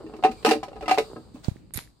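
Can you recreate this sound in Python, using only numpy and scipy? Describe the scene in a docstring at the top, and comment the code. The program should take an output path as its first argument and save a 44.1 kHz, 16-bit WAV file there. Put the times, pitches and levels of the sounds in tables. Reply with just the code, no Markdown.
"""Loose cistern lid in a small bathroom

A hand works a plastic lid loose: each knock is a burst of contacts ringing the hollow tank's modes, plus noise
clatter. Grains of friction ring the damped tank as the lid rubs, and a faint squeak is a narrow band of noise.
Fingers on a handheld camera scratch and slide (shaped noise), tap (dying sines) and bump (slowing swings, one a
low dying sine). A valve hisses faintly and the room rumbles low, both as coloured noise of unsteady level."""
import sys
import numpy as np
from scipy import signal
from scipy.fft import rfft, irfft, next_fast_len
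from scipy.io import wavfile
from scipy.ndimage import map_coordinates

SR = 44100
rng = np.random.default_rng(int(sys.argv[2]) if len(sys.argv) > 2 else 0)


def volts(x):
    """Linear amplitude factor 10**(x/20) for a level x in dB, scalar or array-like."""
    e = np.asarray(x, float) / 20
    return 10 ** e


def bounce(signal):
    """Save signal as a 16-bit WAV file at the path given by the first command-line argument."""
    frames = np.transpose(np.atleast_2d(signal))
    limited = np.clip(frames, -1, 1)
    pcm = np.round(limited * 32767).astype(np.int16)
    wavfile.write(sys.argv[1], SR, pcm)


N = 88200  # two seconds

# Faint valve hiss over time. Each row: time in seconds, level in dB.
HISS_LEVEL = [(0, -61), (.2, -62), (.4, -54), (.7, -63.5), (1.05, -50), (1.2, -60), (1.5, -70.5), (2, -69)]
# Bands of the hiss. Each row: frequency in Hz, relative density in dB per Hz.
HISS_COLOUR = [(1200, 2), (2390, -19.5), (3850, -2), (4800, 1.5), (5600, -16.5), (8100, -5), (10500, -19),
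               (12500, -31), (14200, -12.5), (15800, -33.5)]
# Low room rumble over time. Each row: time in seconds, level in dB.
RUMBLE_LEVEL = [(0, -52), (.8, -50.5), (1.3, -52.5), (1.63, -50.5), (1.75, -52.5), (2, -61)]
# Spectrum of the rumble. Each row: frequency in Hz, relative density in dB per Hz.
RUMBLE_COLOUR = [(12, -53.5), (30, -11.5), (60, 2), (78, -17.5), (92, -2.5), (305, -12), (470, -22),
                 (1220, -43), (1890, -39.5), (3000, -38), (3900, -89)]

# Skin sliding over the camera shell. Each row: start in seconds, rise in seconds, fall t60 in seconds, level in dB.
SLIDES = [(1.334, 0.011, 0.61, -57.5), (1.423, 0.021, 0.31, -46), (1.552, 0.0038, 0.33, -62)]
# Spectrum of the sliding. Each row: frequency in Hz, relative density in dB per Hz.
SLIDE_COLOUR = [(350, -24.5), (600, 7), (2860, -7), (3970, 0), (5070, -7.5), (8530, -5), (11200, -23),
                (15800, -12)]
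# Fingertip taps, plus one low bump on the microphone (the 93.8 Hz row), each a single dying sine. Each row:
# start in seconds, level in dB, left over right in dB, pitch in Hz, cycles to fall 20 dB.
TAPS = [(1.3446, -29, -1, 256, 6), (1.7422, -32, -11.5, 6770, 46), (1.7567, -21.5, -14.5, 93.8, 1.5),
        (1.446, -29, -11, 4720, 8), (1.484, -29.5, -19, 720, 3), (1.567, -42, -2, 1860, 4),
        (1.708, -30, -35, 940, 0.27), (1.774, -15.5, -7.5, 11650, 18), (1.7757, -25.5, 2, 3870, 8),
        (1.78, -29, -9.5, 2000, 4.5), (1.79, -4.5, 9, 1910, 0.5), (1.875, -42, 2.5, 1770, 3)]
# Fingers scratching on the camera. Each row: start in seconds, level in dB before trim,
# treble lift in dB before trim, left over right in dB, t60 of the first fall in seconds.
TICKS = [(1.4442, -25, -41, -1, 0.045), (1.4825, -35.5, -16.5, -23, 0.017), (1.7374, -27.5, 2, -5, 0.073),
         (1.7446, -18.5, -17, -1, 0.0072), (1.7579, -31, -5.5, -18, 0.13),
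         (1.7731, -11.5, -15.5, 0.5, 0.0093)]
# Spectrum of the scratches. Each row: frequency in Hz, relative density in dB per Hz.
TICK_COLOUR = [(400, -5), (1320, -9.5), (2150, -4), (2960, -12.5), (3950, -4), (6090, -10.5), (6830, -10),
               (9120, 4), (12000, 3.5), (14100, -16), (15800, -62)]
# Bumps on the microphone ports. Each row: start in seconds, left level in dB, right level in dB,
# first push in seconds.
BUMPS = [(1.14, -43, -34.5, 0.0017), (1.4828, -27, -8, 0.0019), (1.514, -24.5, -43, 0.0024),
         (1.559, -51, -32, 0.0011), (1.747, -54, -38, 0.00094), (1.778, -53.5, -22.5, 0.0013)]

# A finger squeaking on plastic. Each row: centre in seconds, half length in seconds, pitch in Hz,
# width in Hz, level in dB.
SQUEAKS = [(0.394, 0.026, 2380, 200, -60.5)]
# How fast the bathroom dies away. Each row: frequency in Hz, t60 in seconds.
ROOM_T60 = [(200, 0.042), (4000, 0.17)]
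# Hand and lid rubbing over time. Each row: time in seconds, level in dB.
RUB_LEVEL = [(0, -45.5), (.2, -45), (.4, -51), (.6, -50.5), (.85, -50.5), (1.08, -54), (1.2, -56.5),
             (1.45, -69)]
# Lid against tank. Each row: start in seconds, level in dB, hardness in dB,
# pitch of the struck spot in Hz, rattle decay (time constant) in seconds.
KNOCKS = [(0.042, -29.5, -44, 322, 0.0028), (.064, -26, -25.5, 419.5, 0.0098),
          (.097, -34.5, -25, 724, 0.0024), (0.1372, -24, -25, 385, 0.012), (.165, -41, -12, 271, 0.0032),
          (0.188, -30, -27, 331, 0.0042), (.226, -25.5, -20, 696, .003), (0.2371, -3.5, -20, 759, 0.016),
          (0.238, -16.5, -19.5, 2634, 0.0033), (0.2466, -4.5, -22.5, 803.7, 0.018),
          (.252, -14, -20.5, 243.6, 0.0051), (.314, -32, -10, 412, 0.0083),
          (.292, -21.5, -25, 233.3, 0.0035), (.427, -36, -11.5, 411, 0.0047), (.448, -6, -14, 457, 0.0019),
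          (.46, -12.5, -9, 590, 0.0238), (.467, -8.5, -24, 880, 0.0037), (0.48, -13, -20, 318.6, 0.0064),
          (0.489, -12, -10.5, 250, 0.016), (.51, -9, -12.5, 778, 0.0062), (.515, -10.5, -13.5, 481, 0.0046),
          (0.532, -14, -17, 508, 0.0086), (.555, -17, -28, 276, 0.014), (.63, -19.5, -20.5, 723, 0.012),
          (.6324, -30.5, -9.5, 1290, 0.0048), (0.682, -29.5, -18, 513, 0.005),
          (0.73, -35.5, -19, 737, 0.0049), (0.757, -35, -19, 429, 0.0045), (.764, -30, -20.5, 706, 0.0086),
          (.809, -29, -16, 813, 0.0033), (.824, -23, -19, 511, 0.012), (.831, -24, -26.5, 1320, 0.014),
          (0.858, -27.5, -15.5, 328, 0.016), (.88, -11.5, -16, 650, 0.012),
          (0.893, -13.5, -14.5, 358, 0.0025), (.91, -13.5, -12.5, 2286, 0.0066),
          (.913, -4.5, -18.5, 778, 0.01), (.943, -24.5, -11.5, 696, 0.0023),
          (.976, -10, -19.5, 707, 0.0011), (.983, -9, -13.5, 491, 0.0056), (1.003, -17.5, -27, 375, 0.014),
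          (1.161, -25, -35.5, 353, 0.0029), (1.1628, -29, -26, 1305, 0.0012),
          (1.173, -30.5, -46, 257, 0.008), (1.183, -28.5, -52, 434, 0.012), (1.356, -34, -21, 300, .025)]
# Resonances of lid and tank before the grip bends them. Each row: frequency in Hz, relative level in dB,
# t60 in seconds.
TANK_MODES = [(243, -8, .15), (315, -9, .2), (370, -12, .15), (434, -.5, .2), (575, -3, .17),
              (740, -.5, .14), (810, -5, .13), (890, -11, .1), (990, -9, .13), (1040, -10, .12),
              (1255, -9, .15), (1620, -15, .09), (1780, -17, .09), (2020, -18, .08), (2380, -19, .07),
              (2720, -11, .08)]
# Phase of the ring between the sides. Each row: frequency in Hz, lead of the left in radians.
LEFT_LEAD = [(200, 0.15), (800, 0.29), (1400, 0.76), (2700, 1.86)]
# Balance of the ring. Each row: frequency in Hz, left over right in dB.
LEFT_OVER_RIGHT = [(250, 0), (700, -0.3), (1500, 8.5), (2700, -3.5)]
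# Spectrum of the clatter at middling hardness. Each row: frequency in Hz, relative density in dB per Hz.
CLATTER_COLOUR = [(530, -14), (900, -15), (1470, -12), (2650, -10), (3250, -19), (4230, -15.5), (6510, -27),
                  (8370, -29), (15800, -45.5)]
# How fast the clatter dies. Each row: frequency in Hz, t60 in seconds.
CLATTER_T60 = [(1000, 0.058), (4000, 0.065), (12000, 0.075)]
# Stereo width of the clatter. Each row: frequency in Hz, left-right correlation.
CLATTER_ALIKE = [(700, -0.58), (1400, 0.2), (7000, -0.018)]

TICK_GRAINS_PER_S, TICK_GRAIN_DB, TICK_TOP_HZ = 600, 2, 7500
TICK_TAIL_DB, TICK_TAIL_T60 = -9.5, 0.24  # slower tail under each scratch, t60 in seconds
BUMP_SLOWS = 0.63  # below 1, each swing is longer than the last
ROOM_DB = -7.5
RUB_GRAINS_PER_S, RUB_SPREAD_DB, RUB_UNEVEN_DB = 350, 2.5, 4
RUB_T60 = 0.0083  # seconds; the hand damps the ring
PULL_SHARE, PULL_OCTAVES = 0.61, 0.15  # the grip bends the nearest modes towards the spot's pitch
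SPOT_OCTAVES, SPOT_DB = 0.27, 14  # width and lift of the struck spot's modes
ATTACK_S = 0.0005
BLOW_DB, BLOW_T60 = 1.5, 0.13  # extra ring while the blow spreads, t60 in seconds
RING_DB, CRACK_DB = -2.5, 2  # the crack also follows hardness
SOFT_RING_DB, SOFT_CLATTER_DB = 0.64, 0.43  # treble lost per octave and dB of softness
SNAP_DB, SNAP_T60 = -6.5, 0.0046  # first snap of the clatter, t60 in seconds
RATTLE_SHARE = 0.25  # size of later contacts against the first
TANK_LOW_HZ = 208  # the tank radiates little below
HALVES = np.array([[0.5], [-0.5]])  # splits a left-over-right figure between the sides


def unit(x):
    """Scales a sound to rms 1."""
    return x / np.sqrt(np.mean(x ** 2) + 1e-20)


def along(points, hz):
    """Reads a frequency table at hz, interpolating on a log axis."""
    f, value = np.transpose(points)
    return np.interp(np.log(hz + 1), np.log(f + 1), value)


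def curve(rows):
    """Draws a time table as one value per sample."""
    return np.interp(np.arange(N) / SR, *np.transpose(rows))


def wobble(rate):
    """Draws a smooth random curve with rate knots a second."""
    knots = rng.standard_normal(int(N * rate / SR) + 4)
    return map_coordinates(knots, [np.arange(N) * rate / SR])


def filtered(x, response):
    """Shapes a sound's spectrum by a gain that depends on frequency."""
    m = next_fast_len(x.shape[-1] + 4096)
    spectrum = rfft(x, m) * response(np.fft.rfftfreq(m, 1 / SR))
    return irfft(spectrum, m)[..., :x.shape[-1]]


def rush(n, colour, alike):
    """Makes coloured stereo noise of rms 1; the mid/side split sets the left-right correlation."""
    def mid_side_gains(hz):
        turn = np.arccos(np.clip(along(alike, hz), -1, 1)) / 2
        return volts(along(colour, hz)) * [np.cos(turn), np.sin(turn)]

    mid, side = filtered(rng.standard_normal((2, n)), mid_side_gains)
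    return unit(np.array([mid + side, mid - side]))


def dying(x, t60s):
    """Lets each frequency of a sound die at its own speed."""
    hz, t, z = signal.stft(x, SR, nperseg=128)
    faded = z * volts(-60 * t / along(t60s, hz)[:, None])
    return signal.istft(faded, SR, nperseg=128)[1][..., :x.shape[-1]]


def place(out, start_s, sound):
    """Mixes a stereo sound into out at its start time."""
    out[:, round(start_s * SR):][:, :sound.shape[1]] += sound


def valve_hiss():
    """Thin valve hiss: noise in narrow bands at a fluttering level."""
    level = volts(curve(HISS_LEVEL) + 0.58 * wobble(15.32))
    return level * rush(N, HISS_COLOUR, [(1500, 0.073), (9000, 0.12)])


def room_rumble():
    """Low rumble: bass-heavy noise of unsteady level, more alike left and right in the deep bass."""
    level = volts(curve(RUMBLE_LEVEL) + 2 * wobble(10.48))
    return level * rush(N, RUMBLE_COLOUR, [(40, 0.73), (300, 0.35), (2000, 0.4)])


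def slides():
    """Skin sliding over the shell: noise that swells and dies, cut after a quarter second."""
    out, t = np.zeros((2, N + SR)), np.arange(SR // 4) / SR
    for s, rise_s, t60, db in SLIDES:
        swell = np.minimum(t / rise_s, 1) ** 2
        fall = volts(db - 60 * np.maximum(t - rise_s, 0) / t60)
        place(out, s, swell * fall * rush(len(t), SLIDE_COLOUR, [(1000, 0.1)]))
    return out[:, :N]


def taps():
    """Fingertip taps, and one low bump on the microphone: each is one dying sine."""
    out, t = np.zeros((2, N + SR)), np.arange(SR // 4) / SR
    for s, db, pan_db, hz, cycles in TAPS:
        fall = volts(db + HALVES * pan_db - 20 * hz * t / cycles)
        attack = 1 - np.exp(-2 * hz * t)
        place(out, s, fall * attack * np.sin(2 * np.pi * hz * t))
    return out[:, :N]


def scratches():
    """Fingers scratching the shell: grainy noise with a quick fall and a slower tail."""
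    out, t = np.zeros((2, N + SR)), np.arange(SR // 4) / SR
    for s, db, top_db, pan_db, t60 in TICKS:
        noise = rush(len(t), TICK_COLOUR, [(1000, 0.063)])
        noise = filtered(noise, lambda hz: np.where(hz > TICK_TOP_HZ, volts(top_db + 1.5), 1))
        fall = volts(-60 * t / t60) + volts(TICK_TAIL_DB - 60 * t / TICK_TAIL_T60)
        attack = 1 - np.exp(-t / 0.00024)
        grain = volts(TICK_GRAIN_DB * wobble(TICK_GRAINS_PER_S)[:len(t)])
        place(out, s, volts(db - 9.5 + HALVES * pan_db) * noise * fall * attack * grain)
    return out[:, :N]


def bumps():
    """Bumps push the microphone, which swings back ever slower as it settles."""
    out, t = np.zeros((2, N + SR)), np.arange(SR // 4) / SR
    for s, left_db, right_db, push_s in BUMPS:
        u = t / push_s
        envelope = np.e * u ** 1.5 * np.exp(-u)
        swing = np.sin(np.pi * u ** BUMP_SLOWS)
        place(out, s, volts([[left_db], [right_db]]) * envelope * swing)
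    return out[:, :N]


def squeak():
    """A finger squeaks on plastic: a narrow band of noise that swells and fades, equal on both sides."""
    out, t = np.zeros(N), np.arange(N) / SR
    for s, half_s, hz, width_hz, db in SQUEAKS:
        band = filtered(rng.standard_normal(N), lambda f: np.exp(-((f - hz) / width_hz) ** 2))
        out += volts(db) * np.exp(-((t - s) / half_s) ** 2) * unit(band)
    return out


def room(x):
    """The bathroom's short answer: a noise tail, delayed 200 samples, whose frequencies die separately."""
    tail = dying(rng.standard_normal((2, SR // 2)), ROOM_T60)
    delayed = np.pad(x, ((0, 0), (200, 0)))
    return signal.fftconvolve(delayed, tail / np.linalg.norm(tail[0]), axes=1)[:, :N]


def tank_ring(spot_hz, scatter_db, dull_db=0):
    """One blow on the tank: dying sine modes, strongest near the struck spot's pitch, at peak 1."""
    hz, db, t60 = np.transpose(TANK_MODES)[:, :, None]
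    t = np.arange(SR // 3) / SR
    hz = hz + PULL_SHARE * (spot_hz - hz) * np.exp(-(np.log2(hz / spot_hz) / PULL_OCTAVES) ** 2)
    octaves = np.log2(hz / spot_hz)
    db = db + dull_db * octaves + SPOT_DB * np.exp(-(octaves / SPOT_OCTAVES) ** 2)
    db = db + scatter_db * rng.standard_normal(hz.shape)
    sides = []
    for k in (0.5, -0.5):  # left, right
        level = volts(db + k * along(LEFT_OVER_RIGHT, hz) - 60 * t / t60)
        modes = level * np.sin(2 * np.pi * hz * t + k * along(LEFT_LEAD, hz))
        sides.append(modes.sum(axis=0))
    x = np.array(sides) * (1 - np.exp(-t / ATTACK_S))
    return x / np.abs(x).max()


def lid_rub():
    """The lid rubs: random friction grains of uneven level ring the hand-damped tank."""
    happens = rng.random(N) < RUB_GRAINS_PER_S / SR
    grains = happens * volts(RUB_SPREAD_DB * rng.exponential(size=N)) * rng.choice([-1, 1], N)
    level = volts(curve(RUB_LEVEL) + RUB_UNEVEN_DB * wobble(25))
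    level = level * (np.arange(N) < RUB_LEVEL[-1][0] * SR)  # silent after the last row
    body = tank_ring(420, scatter_db=0)
    body = body * volts(-60 * np.arange(body.shape[1]) / SR / RUB_T60)
    friction = (unit(grains) * level)[None]
    return signal.fftconvolve(friction, body / np.linalg.norm(body[0]), axes=1)[:, :N]


def clatter(hard_db, n):
    """Plastic clatter: noise with a first snap, duller for soft contacts, its frequencies dying separately."""
    age = np.arange(n) / SR
    dull_db = SOFT_CLATTER_DB * (hard_db + 16.5)
    colour = [(hz, db + dull_db * np.log2(hz / 3000)) for hz, db in CLATTER_COLOUR]
    snap = (1 + volts(SNAP_DB - 60 * age / SNAP_T60)) * (1 - np.exp(-age / 0.000495))
    noise = dying(rush(n, colour, CLATTER_ALIKE), CLATTER_T60)
    return snap * noise * volts(HALVES * -2.5)  # leans 2.5 dB to the right


def lid_knocks():
    """Each knock is a short rattle of contacts that rings the tank and clatters."""
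    out, t = np.zeros((2, N + SR)), np.arange(SR // 40) / SR
    for s, db, hard_db, spot_hz, rattle_s in KNOCKS:
        happens = rng.random(len(t)) < 0.02
        contacts = rng.standard_normal(len(t)) * happens * np.exp(-t / rattle_s) * RATTLE_SHARE
        contacts[0] = 1
        contacts = contacts[None] / np.linalg.norm(contacts)
        body = tank_ring(spot_hz, scatter_db=5.5, dull_db=SOFT_RING_DB * (hard_db + 19))
        age = np.arange(body.shape[1]) / SR
        body = body * (1 + volts(BLOW_DB - 60 * age / BLOW_T60)) / (1 + volts(BLOW_DB))
        crack = clatter(hard_db, body.shape[1])
        blow = volts(RING_DB) * body + volts(CRACK_DB + hard_db) * crack
        place(out, s, volts(db) * signal.fftconvolve(blow, contacts, axes=1))
    return out[:, :N]


def scene():
    """Mixes hiss and rumble, fingers on the camera, the squeak, and the lid in its room."""
    background = valve_hiss() + room_rumble()
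    fingers = slides() + taps() + scratches() + bumps()
    low_cut = signal.butter(3, TANK_LOW_HZ, "high", fs=SR, output="sos")
    tank = signal.sosfilt(low_cut, lid_knocks() + lid_rub())
    return background + fingers + squeak() + tank + volts(ROOM_DB) * room(tank)


def low_pass(x):
    """Removes everything above the highest recorded frequency."""
    return signal.sosfilt(signal.butter(12, 16050, fs=SR, output="sos"), x)


def record(dry):
    """Finishes the mix by cutting everything from 16050 Hz up."""
    mix = filtered(dry, lambda hz: hz < 16050)
    return low_pass(mix)


dry = scene()
out = record(dry)
bounce(out)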